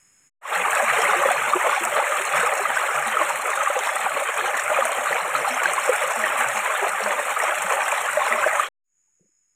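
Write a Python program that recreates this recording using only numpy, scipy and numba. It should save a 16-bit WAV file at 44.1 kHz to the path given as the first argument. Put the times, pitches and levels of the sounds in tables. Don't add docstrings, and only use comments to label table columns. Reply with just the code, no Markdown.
import sys
import numpy as np
from scipy import signal
from scipy.fft import rfft, irfft
from scipy.io import wavfile
from scipy.ndimage import uniform_filter1d
from numba import njit

SR = 44100
rng = np.random.default_rng(int(sys.argv[2]) if len(sys.argv) > 2 else 0)


def gain_from_decibels(decibels):
    exponent = np.asarray(decibels, float) / 20
    return 10 ** exponent


def digitize_waveform(pressure):
    field = np.atleast_2d(pressure).T
    bounded = np.clip(field, -1, 1)
    quanta = np.round(bounded * 32767).astype(np.int16)
    wavfile.write(sys.argv[1], SR, quanta)


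N = 421155

# start_s, peak_db, centre_hz
DROP_TICKS = [(0.751, -11.5, 8100), (1.3165, -11, 8470), (1.851, -6, 7980), (2.17, -18.5, 7700),
              (2.252, -12.5, 7430), (2.5377, -15, 8320), (3.073, -14.5, 8900), (3.2903, -16.5, 7270),
              (3.502, -13.5, 8260), (3.7903, -12, 6840), (3.9574, -13, 8490), (4.597, -15, 7020),
              (4.6374, -16, 8280), (4.853, -8.5, 8550), (4.9186, -11.5, 8300), (5.4854, -17, 8580),
              (5.6347, -12.5, 7230), (5.7347, -8, 8500), (5.893, -15, 8720), (5.961, -14, 8650),
              (6.0354, -15, 9670), (6.486, -11.5, 7790), (6.892, -11.5, 7990), (7.0373, -17.5, 5510),
              (7.4384, -16.5, 8650), (7.6214, -12.5, 7640), (7.723, -15, 6960), (7.9205, -14.5, 7300),
              (8.1317, -15, 7840)]
NOTCH_EDGES_HZ = (4660, 4990)


def rms_one(x):
    return x / np.sqrt(np.mean(x ** 2) + 1e-20)


def in_time(rows):
    s, db = np.transpose(rows)
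    return np.interp(np.arange(N) / SR, s, db)


def ramp(start_s, length_s):
    return np.clip((np.arange(N) / SR - start_s) / length_s, 0, 1)


def drift(rate):
    r = np.exp(-80 * np.pi * rate / SR)
    noise = rng.standard_normal(N // 40 + 2002)
    slow = signal.lfilter([1], [1, -2 * r, r * r], noise)[2000:]
    return np.interp(np.arange(N) / 40, np.arange(len(slow)), rms_one(slow - slow.mean()))


def colour(x, spectrum):
    hz, db = np.transpose(spectrum)
    grid = np.fft.rfftfreq(8192, 1 / SR)
    gain = gain_from_decibels(np.interp(np.log(grid + 1), np.log(hz), db))
    cepstrum = irfft(np.log(gain))
    cepstrum[1:4096] *= 2
    cepstrum[4097:] = 0
    response = irfft(np.exp(rfft(cepstrum)))
    return rms_one(signal.fftconvolve(x, response)[:N])


def resonance(x, hz, width_hz):
    r = np.exp(-np.pi * width_hz / SR)
    poles = [1, -2 * r * np.cos(2 * np.pi * hz / SR), r * r]
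    return signal.lfilter([(1 - r * r) / 2, 0, (r * r - 1) / 2], poles, x)


@njit
def ring(out, seconds, heights, pitches, cycles, rises, onset, sr):
    for k in range(len(seconds)):
        start, length, phase = int(seconds[k] * sr), int(cycles[k] * sr / pitches[k]), 0.
        for i in range(min(length, len(out) - start)):
            age = i / length
            phase += 2 * np.pi * pitches[k] * (1 + rises[k] * age) / sr
            envelope = np.exp(-6.9 * age) * (1 - np.exp(-age * cycles[k] / onset))
            out[start + i] += heights[k] * np.sin(phase) * envelope
    return out


def swarm(low_hz, high_hz, cycles, spread_db, rise, tilt, count):
    when, size, loud, life, sign = rng.random((count, 5)).T
    hz = low_hz * (high_hz / low_hz) ** size
    loudness = gain_from_decibels(spread_db * np.minimum(-np.log(loud), 4))
    heights = hz ** tilt * loudness * np.sign(sign - .5)
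    return rms_one(ring(np.zeros(N), when * N / SR, heights, hz, cycles * (.5 + life), rise * life, .8, SR))


def singles(rows, cycles, rise, onset, trim_db):
    s, db, hz = np.transpose(rows)[:3]
    return ring(np.zeros(N), s, gain_from_decibels(db + trim_db), hz, cycles + 0 * s, rise + 0 * s, onset, SR)


def insect_chorus():
    # pitch_hz, width_hz, level_db
    buzz_bands = [(6400, 90, -29), (6600, 30, -5), (6690, 280, 6), (6930, 120, 6), (7800, 120, -22)]
    buzz = rng.standard_normal((len(buzz_bands), N)) * gain_from_decibels(1.3 * drift(60.))
    chorus = np.zeros(N)
    for noise, (hz, width_hz, db) in zip(buzz, buzz_bands):
        band = resonance(resonance(noise, hz, width_hz), hz, width_hz)
        chorus += gain_from_decibels(db) * rms_one(band)
    return rms_one(chorus)


def cricket():
    pitch_hz, pulses_per_s = 5188, 69
    t = np.arange(N) / SR
    pulses = 1 + 0.52 * np.sin(2 * np.pi * pulses_per_s * t + .8 * drift(6.))
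    tone = np.sin(2 * np.pi * pitch_hz * t + 0.78 * drift(12.))
    return rms_one(pulses * gain_from_decibels(1.5 * drift(9.)) * tone)


def forest_air():
    # frequency_hz, level_db (per Hz)
    air_spectrum = [(40, -12), (150, -2), (700, -13.5), (1400, -6), (2300, -3.5), (3800, -20.5),
                    (5600, -24.5), (8000, -0.5), (9300, -13), (10200, -5.5), (11500, -18.5), (15800, -26)]
    return gain_from_decibels(3.0) * colour(rng.standard_normal(N), air_spectrum)


def dull_knock():
    # start_s, peak_db, pitch_hz, ring_cycles
    knock_modes = [(9.196, -65.5, 470, 13), (9.207, -57, 176, 10), (9.208, -62, 350, 14),
                   (9.225, -67, 480, 20), (9.236, -70, 400, 18), (9.243, -68, 320, 14), (9.25, -65, 200, 12),
                   (9.258, -70, 516, 18), (9.29, -69, 320, 10), (9.078, -82, 870, 60)]
    return singles(knock_modes, np.transpose(knock_modes)[3], 0.018, .8, trim_db=8.0)


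def forest():
    # middle_s, chorus_db, cricket_db, air_db, cricket_swell_db_per_s
    passages = [
        (.15, -61.5, -71.5, -66, -10.),
        (9.25, -69, -88, -84, 18.),
    ]
    t = np.arange(N) / SR
    chorus, chirp, air = insect_chorus(), cricket(), forest_air()
    fade_out = (1 - ramp(.27, .302 - .27)) * (t < .296)
    fade_in = ramp(8.83, 8.99 - 8.83) ** 1.3
    out = dull_knock()
    for fade, (middle, chorus_db, cricket_db, air_db, swell) in zip((fade_out, fade_in), passages):
        chirp_gain = gain_from_decibels(cricket_db + swell * np.clip(t - middle, -1, 1))
        out += fade * (gain_from_decibels(chorus_db) * chorus + chirp_gain * chirp + gain_from_decibels(air_db) * air)
    return out


def surge(fast_db, slow_db, shared):
    return gain_from_decibels(fast_db * drift(49.0) + slow_db * shared)


def splashes(per_s, spread_db, decay_s, typed_db):
    landing, loud = rng.random((2, N))
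    jumps = (landing < per_s / SR) * gain_from_decibels(spread_db * np.minimum(-np.log(loud), 3))
    s, db = np.transpose(DROP_TICKS)[:2]
    jumps[(s * SR).astype(int)] += gain_from_decibels(db + typed_db)
    return 1 + signal.lfilter([1], [1, -np.exp(-1 / (decay_s * SR))], jumps + 1e-18)


def deep_bed():
    # frequency_hz, level_db (per Hz)
    deep_spectrum = [(18, -47.5), (30, -17), (48, -29), (65, -28), (140, 3.5), (269, 1), (360, -11.5),
                     (470, -45), (790, -120)]
    low = swarm(60, 420, 25.0, 3.7, 0.13, tilt=1, count=500) + gain_from_decibels(-8.0) * rng.standard_normal(N)
    return gain_from_decibels(-33.0) * colour(low * surge(0.95, 1.0, drift(1.4)), deep_spectrum)


def spray_bed(splash, shared):
    # frequency_hz, level_db (per Hz)
    spray_spectrum = [(2880, -63), (4900, -45), (5220, -19), (5480, -12), (5990, -13), (7070, -1.5),
                      (8390, 0.5), (9480, -5.5), (11400, -10.5), (14900, -12.5), (15800, -6.5)]
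    top = swarm(4500, 15860, 24., 4.3, 0.11, tilt=1, count=20000)
    top += gain_from_decibels(6.0) * rms_one(rng.standard_normal(N) * splash)
    return gain_from_decibels(3.0) * colour(top * surge(0.74, .6, shared), spray_spectrum)


def bubbling_bed(splash, shared):
    # frequency_hz, level_db (per Hz)
    bubbling_spectrum = [(180, -28.5), (300, -33.5), (344, -22), (386, -17.5), (595, 1.5), (699, -4),
                         (801, 3), (929, -1.5), (1220, 4.5), (1370, 1.5), (2430, -2), (4200, -24.5),
                         (4600, -34), (5980, -76), (10100, -120)]
    mid = swarm(250, 5000, 42., 2.3, .06, tilt=.5, count=8000)
    rapids = signal.lfilter([1, -1], [1, -.9], rng.standard_normal(N) * 1.0)
    mid += gain_from_decibels(6) * rms_one(rapids * splash ** .3)
    bed = gain_from_decibels(1.0) * colour(mid * surge(0.73, 1.23, shared), bubbling_spectrum)
    bed += gain_from_decibels(-21) * swarm(1050, 1340, 38.0, 4.2, 0.027, tilt=0, count=70)
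    bed += gain_from_decibels(-16.5) * swarm(1700, 4600, 65.0, 1.2, 0.061, tilt=-2.2, count=500)
    return bed


def air_pockets():
    # start_s, peak_db, pitch_hz
    deep_glugs = [(0.559, -37.5, 180), (1.807, -37, 211), (2.328, -37, 149), (2.617, -44.5, 252),
                  (2.943, -39, 146), (3.058, -33.5, 226.6), (4.816, -38, 233), (5.001, -47.5, 242),
                  (5.351, -35.5, 281), (5.5, -28, 253), (5.648, -41, 180), (6.165, -32.5, 237),
                  (6.378, -35, 228), (6.54, -36, 219), (7.021, -33, 207.8), (8.304, -33.5, 222.4)]
    # start_s, peak_db, pitch_hz
    mid_gurgles = [(0.978, -15, 442), (1.082, -16, 415), (1.159, -21.5, 350), (1.252, -21, 392),
                   (1.549, -20.5, 360), (1.806, -23, 338), (2.198, -19, 379), (2.601, -21.5, 396),
                   (3.201, -24.5, 322), (3.799, -22.5, 405), (4.383, -22.5, 427), (4.418, -27, 361),
                   (5.651, -23.5, 345), (5.911, -19, 430), (6.813, -24, 392)]
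    rises = rng.uniform(-.3, 0.33, len(deep_glugs))
    return singles(deep_glugs, 40., rises, 12., trim_db=10.) + singles(mid_gurgles, 35.0, 0.093, 13.0, trim_db=8.0)


def clear_bubbles():
    # start_s, peak_db, pitch_hz
    small_plops = [(0.904, -8, 1257), (1.052, -6.5, 2020), (1.133, -5.5, 1210), (1.235, -4.5, 1120),
                   (1.287, -7.5, 1260), (1.419, -9, 1220), (1.534, -1, 1182), (1.728, -7, 1156),
                   (1.994, -11.5, 1270), (2.411, -7, 1530), (2.654, -6.5, 1230), (2.771, -4.5, 1530),
                   (3.169, -2.5, 1290), (3.212, -6.5, 1075), (3.534, -11.5, 1800), (3.672, -4, 1170),
                   (4.41, -10, 1700), (4.822, -5, 1185), (5.127, -7.5, 1950), (5.35, -5, 1300),
                   (5.601, -8.5, 1530), (5.656, -1, 1580), (6.239, -4.5, 1870), (7.401, -7, 1900),
                   (7.807, -11.5, 1570), (7.917, -9, 2420), (8.216, -8, 1070), (8.324, -4, 1950),
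                   (8.44, -4.5, 1570), (8.596, -2, 1210)]
    # start_s, peak_db, pitch_hz
    large_blobs = [(.453, -7, 1080), (1.638, -13, 1263), (4.594, -13.5, 1526), (2.43, -12, 480),
                   (3.215, -12, 600), (3.7, -15, 565), (8.531, -16.5, 642), (0.8, -10, 760),
                   (0.824, -9, 586), (1.018, -14, 776), (1.255, -4.5, 538), (1.309, -7, 740),
                   (1.776, -10, 805), (3.0, -16, 780), (3.764, -11.5, 514), (4.063, -10, 775),
                   (4.22, -13, 570), (4.715, -9.5, 602), (4.786, -9.5, 546), (4.852, -13, 642),
                   (5.475, -8, 793), (5.779, -8.5, 1050), (5.891, -8.5, 509), (6.033, -13.5, 517),
                   (7.429, -15, 632), (7.732, -14.5, 556), (8.171, -5, 595), (8.462, -7, 615)]
    return singles(small_plops, 34.0, 0.021, 1.8, trim_db=1.5) + singles(large_blobs, 30., .05, 2.5, trim_db=3.5)


def stream():
    # time_s, bubbling_db
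    vigour = [(.52, -23.5), (.92, -20.5), (1.3, -22.5), (1.68, -24.5), (2.28, -24.5), (2.41, -21),
              (2.5, -26), (3.15, -24), (3.4, -26), (4.6, -25.5), (4.8, -23.5), (5.3, -25.5), (5.8, -24),
              (6.3, -26.5), (6.43, -23), (6.8, -26), (7.8, -24), (8.5, -24)]
    flow_db = in_time(vigour)
    bubbling = gain_from_decibels(flow_db)
    spray = gain_from_decibels(-37.5 + 0.69 * (flow_db - flow_db.mean()))
    shared = 1.57 * np.tanh(drift(12.0) / 1.4)
    splash = splashes(45., 2.6, 0.0035, typed_db=21.5)
    bed = bubbling * (deep_bed() + bubbling_bed(splash, shared)) + spray * spray_bed(splash, shared)
    ticks = singles(DROP_TICKS, 30., 0.046, 0.74, trim_db=0.5)
    return bed + air_pockets() + ticks + clear_bubbles()


def notch_gate(x):
    hold_s, open_share = 0.067, .29
    spray = signal.sosfilt(signal.butter(2, 5200., "high", fs=SR, output="sos"), x) ** 2
    usual = uniform_filter1d(spray, size=SR // 2) ** 2
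    burst = uniform_filter1d(spray ** 2, size=int(hold_s * SR)) / (usual + 1e-20)
    burst = burst * gain_from_decibels(3. * drift(4.))
    return uniform_filter1d(1. * (burst > np.quantile(burst, 1 - open_share)), size=500)


def flicker(x):
    strip_hz = 259
    hz, s, frames = signal.stft(x, SR, nperseg=1024)
    at = np.minimum((s * SR).astype(int), N - 1)
    gain = np.ones(frames.shape)
    for low in np.arange(3016, 6624, strip_hz):
        gain[(hz >= low) & (hz < low + strip_hz)] = gain_from_decibels(3 * drift(8.3)[at])
    for low, high in [(4480, 5300), (4990, 5180)]:
        gain[(hz >= low) & (hz < high)] *= drift(7.)[at] < .55
    return signal.istft(frames * gain, SR, nperseg=1024)[1][:N]


def shape_stream(water):
    # centre_hz, width_hz, depth_db
    weak_patches = [(352.4, 285, 4.5), (3650, 820, 2.5), (4170, 170, 5.5), (5110, 570, 6), (6370, 380, 2.5)]
    # centre_hz, width_hz, level_db
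    treble_shape = [(8910, 460, 2.5), (9260, 500, -3.), (11460, 630, -2.5), (13900, 900, -5.),
                    (4260, 260, 1.5)]
    x = water
    for hz, width_hz, depth_db in weak_patches:
        x = x + (gain_from_decibels(depth_db * drift(16.2)) - 1) * resonance(x, hz, width_hz)
    for hz, width_hz, db in treble_shape:
        x = x + (gain_from_decibels(db) - 1) * resonance(x, hz, width_hz)
    x = x / (1 + np.abs(x / .51) ** 4) ** .25
    passing = notch_gate(x)
    notch_band = signal.butter(2, NOTCH_EDGES_HZ, "band", fs=SR, output="sos")
    leak = rms_one(signal.sosfilt(notch_band, rng.standard_normal(N)))
    x = signal.sosfilt(signal.cheby2(6, 50, NOTCH_EDGES_HZ, "bandstop", fs=SR, output="sos"), x)
    x = flicker(x) + gain_from_decibels(-70 + 3 * drift(20.)) * passing * leak
    x = signal.sosfilt(signal.butter(2, 60., "high", fs=SR, output="sos"), x)
    x = signal.sosfilt(signal.cheby2(14, 60, 15990, fs=SR, output="sos"), x)
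    fade_in = ramp(.4115, 0.14) ** 1.26
    fade_out = (1 - ramp(8.621, 0.083)) * (np.arange(N) / SR < 8.6875)
    return x * fade_in * fade_out


def scene():
    return (shape_stream(stream()) + forest())[None]


def roll_off(x):
    return signal.sosfilt(signal.butter(12, 15910, fs=SR, output="sos"), x)


def record(dry):
    return roll_off(dry - 1.2e-4)


dry = scene()
out = record(dry)
digitize_waveform(out)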